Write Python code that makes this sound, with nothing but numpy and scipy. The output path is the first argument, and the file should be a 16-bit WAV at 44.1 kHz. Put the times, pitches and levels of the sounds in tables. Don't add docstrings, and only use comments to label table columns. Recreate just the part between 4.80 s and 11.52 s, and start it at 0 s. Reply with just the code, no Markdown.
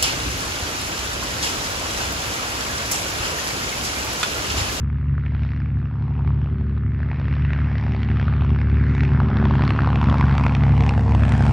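import sys
import numpy as np
from scipy import signal
from scipy.fft import rfft, irfft
from scipy.io import wavfile
from scipy.ndimage import uniform_filter1d

SR = 44100
rng = np.random.default_rng(int(sys.argv[2]) if len(sys.argv) > 2 else 0)


def boost_factor(decibels):
    exponent = np.asarray(decibels, float) / 20
    return 10 ** exponent


def dump(signal):
    limited = np.clip(np.atleast_2d(signal).T, -1, 1)
    pcm = np.round(limited * 32767).astype(np.int16)
    wavfile.write(sys.argv[1], SR, pcm)


N = 296352
T = np.arange(N) / SR

# arrival of the thump as a share of the engine cycle,
# mean thump level in dB, mean crack level in dB, both relative.
EXHAUST_STUBS = [(0.097, -0.3, -7), (0.236, -1.2, -2.5), (0.413, 3.1, -7.5), (0.565, 0.0, 0),
                 (0.756, -0.9, -4), (0.919, 2.8, -5)]
# time in seconds, gain of the drone in dB.
DRONE_APPROACH = [(0, -22.5), (2.4, -20), (4.7, -16.5), (5.9, -15.5), (6.72, -13)]
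# time in seconds, lag in ms, share of the direct sound.
GROUND_BOUNCE = [(0, 0.14, 0.059), (2, 0.16, 0.14), (3.4, .2, 0.14), (4, .45, 0.18), (5, 0.68, 0.22),
                 (6, 1, 0.2), (6.72, 1.3, 0.25)]
JET_HZ = 500 * 2 ** (np.arange(14) / 3)


def curve(table):
    s, *columns = np.transpose(table)
    return [np.interp(T, s, column) for column in columns]


def level(x, db):
    return x * boost_factor(db) / np.sqrt(np.mean(x ** 2))


def band(x, lo_hz, hi_hz, order=3):
    return signal.sosfilt(signal.butter(order, [lo_hz, hi_hz], "band", fs=SR, output="sos"), x)


def both_ways(x, order, hz, kind):
    return signal.sosfiltfilt(signal.butter(order, hz, kind, fs=SR, output="sos"), x)


def third(x, hz, per_octave=3):
    steps_off = per_octave * np.log2(np.fft.rfftfreq(N, 1 / SR) / hz + 1e-9)
    return irfft(rfft(x) * np.cos(np.pi / 2 * np.clip(steps_off, -1, 1)) ** 2, N)


def ring(x, modes):
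    return sum(gain * signal.lfilter(*signal.iirpeak(hz, hz / width, SR), x) for hz, width, gain in modes)


def walk(rate):
    k = int(SR / rate)
    held = np.repeat(rng.standard_normal(N // k + 1), k)
    return 1.3 * uniform_filter1d(uniform_filter1d(held, k), k)[:N]


def lobes(rows, steady_db):
    return boost_factor(steady_db) + sum(boost_factor(db) * np.exp(-((T - s) / half) ** 2) for s, half, db in rows)


def pulses(at, size):
    out, whole = np.zeros(N + 2), np.floor(at).astype(int)
    np.add.at(out, whole, size * (1 - at + whole))
    np.add.at(out, whole + 1, size * (at - whole))
    return out[:N]


def firings(lag):
    # time in seconds, four-stroke cycles per second.
    cycle_rate = [(0.0, 11.989), (0.48, 11.834), (0.96, 11.856), (1.44, 11.931), (1.92, 11.903),
                  (2.4, 11.933), (2.88, 12.045), (3.36, 12.009), (3.84, 11.953), (4.32, 11.911),
                  (4.8, 11.926), (5.28, 11.869), (5.76, 11.711), (6.24, 11.676), (6.72, 11.593)]
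    first_cycle = .044
    phase = first_cycle + np.cumsum(curve(cycle_rate)[0]) / SR
    due = (np.arange(90)[:, None] + np.array(EXHAUST_STUBS)[:, 0] + lag).ravel()
    heard = (due > phase[0]) & (due < phase[-1])
    return np.interp(due[heard], phase, np.arange(N)), np.arange(len(due))[heard] % 6


def faint_hiss():
    return level(band(rng.standard_normal(N), 200., 15000., order=1), -86.0)


def ground(x):
    lag_ms, share = curve(GROUND_BOUNCE)
    soft = both_ways(x, 1, 4000., "low")
    return x + share * np.interp(np.arange(N) - lag_ms * SR / 1000, np.arange(N), soft)


def propeller_wash():
    rumble = level(band(rng.standard_normal(N), 39.0, 49.0, order=2), -35)
    return rumble + level(band(rng.standard_normal(N), 300., 450.0, order=2), -32)


def jet_bands():
    # time in seconds, level in dB,
    # treble change in dB at clear_hz, frequency in Hz that the air favours.
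    gas_in_air = [(0, -45.5, -26.5, 1320), (.34, -44.5, -22.5, 1605), (.66, -46.5, -11.5, 2800),
                  (.97, -46, -21.5, 1500), (1.35, -41, -22, 942), (1.7, -44.5, -22, 1230),
                  (2.08, -45, -22, 1723), (2.42, -39, -20, 2270), (2.9, -39, -16.5, 2140),
                  (3.25, -40, -16.5, 1900), (3.55, -36, -20.5, 1266), (3.92, -37.5, -21.5, 1600),
                  (4.23, -38.5, -14, 2000), (4.41, -32, -24.5, 1107), (4.74, -31, -20.5, 962),
                  (5.1, -31.5, -19, 930), (5.4, -30.5, -19.5, 935), (5.65, -37, -13, 900),
                  (5.9, -38, -13.5, 777), (6.09, -38.5, -11.5, 850), (6.25, -41, -12.5, 810),
                  (6.55, -38.5, -9.5, 1603), (6.72, -41, -8.5, 683)]
    # frequency in Hz, relative level in dB per band.
    jet_colour = [(500, -16.5), (650, -12.5), (900, -6.5), (1400, -0.5), (2400, 2), (3500, -3.5),
                  (5000, -3), (6500, -9.5), (8000, -10), (11000, -20)]
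    clear_hz, loss_power = 3594, 0.7
    gust_top_hz = 4600
    near_db_per_khz = 0.82
    favour_db, favour_octaves = 4, 0.45
    low_db_per_ms, low_hz = 14, 900
    (gas_db, lost_db, best_hz), near_db = curve(gas_in_air), curve(DRONE_APPROACH)[0]
    hz = JET_HZ[:, None]
    colour_hz, colour = np.transpose(jet_colour)
    colour_db = np.interp(np.log(hz), np.log(colour_hz), colour)
    air_db = lost_db * (np.minimum(hz, gust_top_hz) / clear_hz) ** loss_power
    air_db = air_db + near_db_per_khz * (near_db - near_db[-1]) * np.maximum(hz - gust_top_hz, 0) / 1000
    air_db = air_db + favour_db * np.exp(-(np.log2(hz / best_hz) / favour_octaves) ** 2)
    bounce_db = low_db_per_ms * curve(GROUND_BOUNCE)[0] / (1 + (hz / low_hz) ** 4)
    return gas_db + colour_db + air_db + bounce_db


def gas_bursts(at, burst_db, hiss_db, noise):
    t = np.arange(400) / SR
    swell = t / .00065 * np.exp(1 - t / .00065)
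    early = np.maximum(at - 0.0013 * SR, 0)
    return (signal.fftconvolve(pulses(early, boost_factor(burst_db)), swell)[:N] + boost_factor(hiss_db)) * noise


def gas():
    # time in seconds, relative peak level in dB, ring frequency in Hz,
    # treble in dB against the peak.
    loud_cracks = [(0.38, -18.5, 1520, -36.5), (0.462, -20, 2270, -27.5), (0.549, -20.5, 1830, -26.5),
                   (1.395, -23, 886, -26), (1.975, -23, 1260, -28), (2.315, -19, 2130, -27.5),
                   (2.735, -19, 1580, -17), (3.23, -24, 1800, -10.5), (3.482, -13.5, 1200, -32.5),
                   (3.647, -15, 1130, -25.5), (3.733, -23.5, 995, -25.5), (4.04, -18.5, 1350, -31.5),
                   (4.15, -14, 1900, -22.5), (4.208, -18, 1550, -14), (4.232, -16.5, 1500, -19.5),
                   (4.348, -17.5, 1310, -36), (4.373, -22, 758, -26), (4.514, -13.5, 1340, -42),
                   (4.57, -7, 1600, -30.5), (4.656, -9, 870, -25.5), (4.709, -9, 1030, -34.5),
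                   (4.738, -13, 1330, -32), (4.853, -16, 1080, -23), (4.879, -13, 1110, -19),
                   (4.907, -7.5, 1080, -24), (4.99, -2.5, 1300, -45), (5.159, -12.5, 754, -18),
                   (5.214, -10.5, 900, -23), (5.242, -12.5, 870, -19.5), (5.269, -22, 930, -15.5),
                   (5.296, -13, 920, -17.5), (5.381, -17, 1040, -15.5), (5.467, -18, 1030, -26.5),
                   (5.582, -11, 860, -19), (5.641, -12.5, 2330, -20.5), (5.666, -8, 1320, -22.5),
                   (5.748, -15.5, 740, -14), (5.939, -18.5, 830, -33), (6.007, -14, 872, -18),
                   (6.04, -16, 1060, -19.5), (6.064, -13, 775, -19), (6.094, -13.5, 985, -9.5),
                   (6.261, -18, 740, -26.5), (6.319, -15.5, 720, -25.5), (6.348, -16.5, 710, -14),
                   (6.496, -19, 724, -13.5), (6.519, -15, 1570, -14), (6.581, -20, 826, -15.5)]
    crack_lag = .028
    gust_db, flicker_db = 1.8, 1.2
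    at, cylinder = firings(crack_lag)
    bands_db = jet_bands()
    chance = np.clip(rng.standard_normal((len(at), 2)), -3, .9)
    body_db = np.array(EXHAUST_STUBS)[cylinder, 2] + 3.5 * chance[:, 0]
    snap_db = body_db - 0.5 + 3.4 * chance[:, 1]
    bangs, t = np.zeros(N + 400), np.arange(400) / SR
    for s, peak_db, hz, sharp_db in loud_cracks:
        i = int(s * SR)
        nearest = np.argmin(abs(at - i))
        body_db[nearest] = peak_db - bands_db[:6, i].max() - 28
        snap_db[nearest] = peak_db + sharp_db - bands_db[9, i] - 17
        swell = (hz * t / 1.015 * np.exp(1 - hz * t / 0.93)) ** 2
        bangs[i:i + 400] += boost_factor(peak_db - 5.5) * np.sin(2 * np.pi * hz * t) * swell
    noise = rng.standard_normal(N)
    body = gas_bursts(at, body_db, -15.5, noise)
    snap = gas_bursts(at, snap_db, -13.5, noise)
    out = bangs[:N]
    gusts = uniform_filter1d([walk(4) for _ in JET_HZ], size=3, axis=0)
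    for hz, db, gust in zip(JET_HZ, bands_db, gusts):
        jet = third(body if hz < 1800 else snap, hz)
        out = out + level(jet, -0.4) * boost_factor(db + gust_db * gust + flicker_db * walk(12))
    return out


def pipe_tones(thumps):
    # frequency in Hz, width in Hz, signed relative gain.
    pipe_modes = [(74.7, 38, -0.15), (109.9, 12, 0.192), (153.3, 31, -0.464), (155.3, 57, 0.556),
                  (175.1, 32, -0.202), (235.8, 12, -0.037), (280.0, 55, -0.021), (324.6, 12, -0.018)]
    # time in seconds, half length in seconds, gain in dB.
    upper_beams, upper_steady_db = [(3.6, 1.0, -27), (4.9, 0.78, -16.5), (6.2, 0.62, -23)], -24
    waver_db = 2.2
    pipe = level(both_ways(ring(thumps, pipe_modes), 3, [48., 400.], "band"), -.2)
    upper = both_ways(pipe, 2, 230., "high")
    out = pipe - upper + level(upper, 0.24) * lobes(upper_beams, upper_steady_db)
    slices_hz = 30 * 2 ** (np.arange(26) / 6)
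    return sum(third(out, hz, per_octave=6) * boost_factor(waver_db * walk(7)) for hz in slices_hz)


def narrow_tones(thumps):
    # frequency in Hz, width in Hz, gain before levelling.
    narrow_modes = [(381, 34, 1), (455, 34, 1)]
    # time in seconds, half length in seconds, gain in dB.
    narrow_beams, narrow_steady_db = [
        [(1.8, 0.38, -31), (3.2, .8, -35), (4.4, 0.53, -25), (6.7, 0.23, -21.5)],
        [(2.0, 0.71, -42), (4.2, 0.26, -43), (6.2, .6, -27.5)],
    ], -49
    out = np.zeros(N)
    for mode, beams in zip(narrow_modes, narrow_beams):
        tone = band(ring(thumps, [mode]), 0.99 * mode[0], 1.01 * mode[0], order=1)
        out = out + level(tone, 0.086) * lobes(beams, narrow_steady_db) * boost_factor(3.5 * walk(30))
    return out


def drone():
    at, cylinder = firings(0)
    chance = rng.standard_normal((len(at), 2))
    uneven_at = np.clip(at + .00015 * SR * chance[:, 0], 0, N - 1)
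    thump_db = np.array(EXHAUST_STUBS)[cylinder, 1] + 2.2 * chance[:, 1]
    thumps = pulses(uneven_at, boost_factor(thump_db))
    near_db, = curve(DRONE_APPROACH)
    return boost_factor(near_db) * (pipe_tones(thumps) + narrow_tones(thumps) + propeller_wash())


def scene():
    bass, treble = drone(), ground(gas())
    mid = bass + treble + faint_hiss()
    deep = signal.sosfilt(signal.butter(1, 100., fs=SR, output="sos"), bass)
    bright = both_ways(treble, 1, [2300., 7000.], "band")
    late = boost_factor(-43) * np.roll(bass, 700) + boost_factor(-30) * np.roll(treble, 500)
    side = boost_factor(-29) * deep - boost_factor(-22) * bright + late
    return np.array([mid + side, mid - side])


def roll_off(x):
    return signal.sosfilt(signal.butter(12, 15700, fs=SR, output="sos"), x)


def record(dry):
    return roll_off(dry)


dry = scene()
out = record(dry)
dump(out)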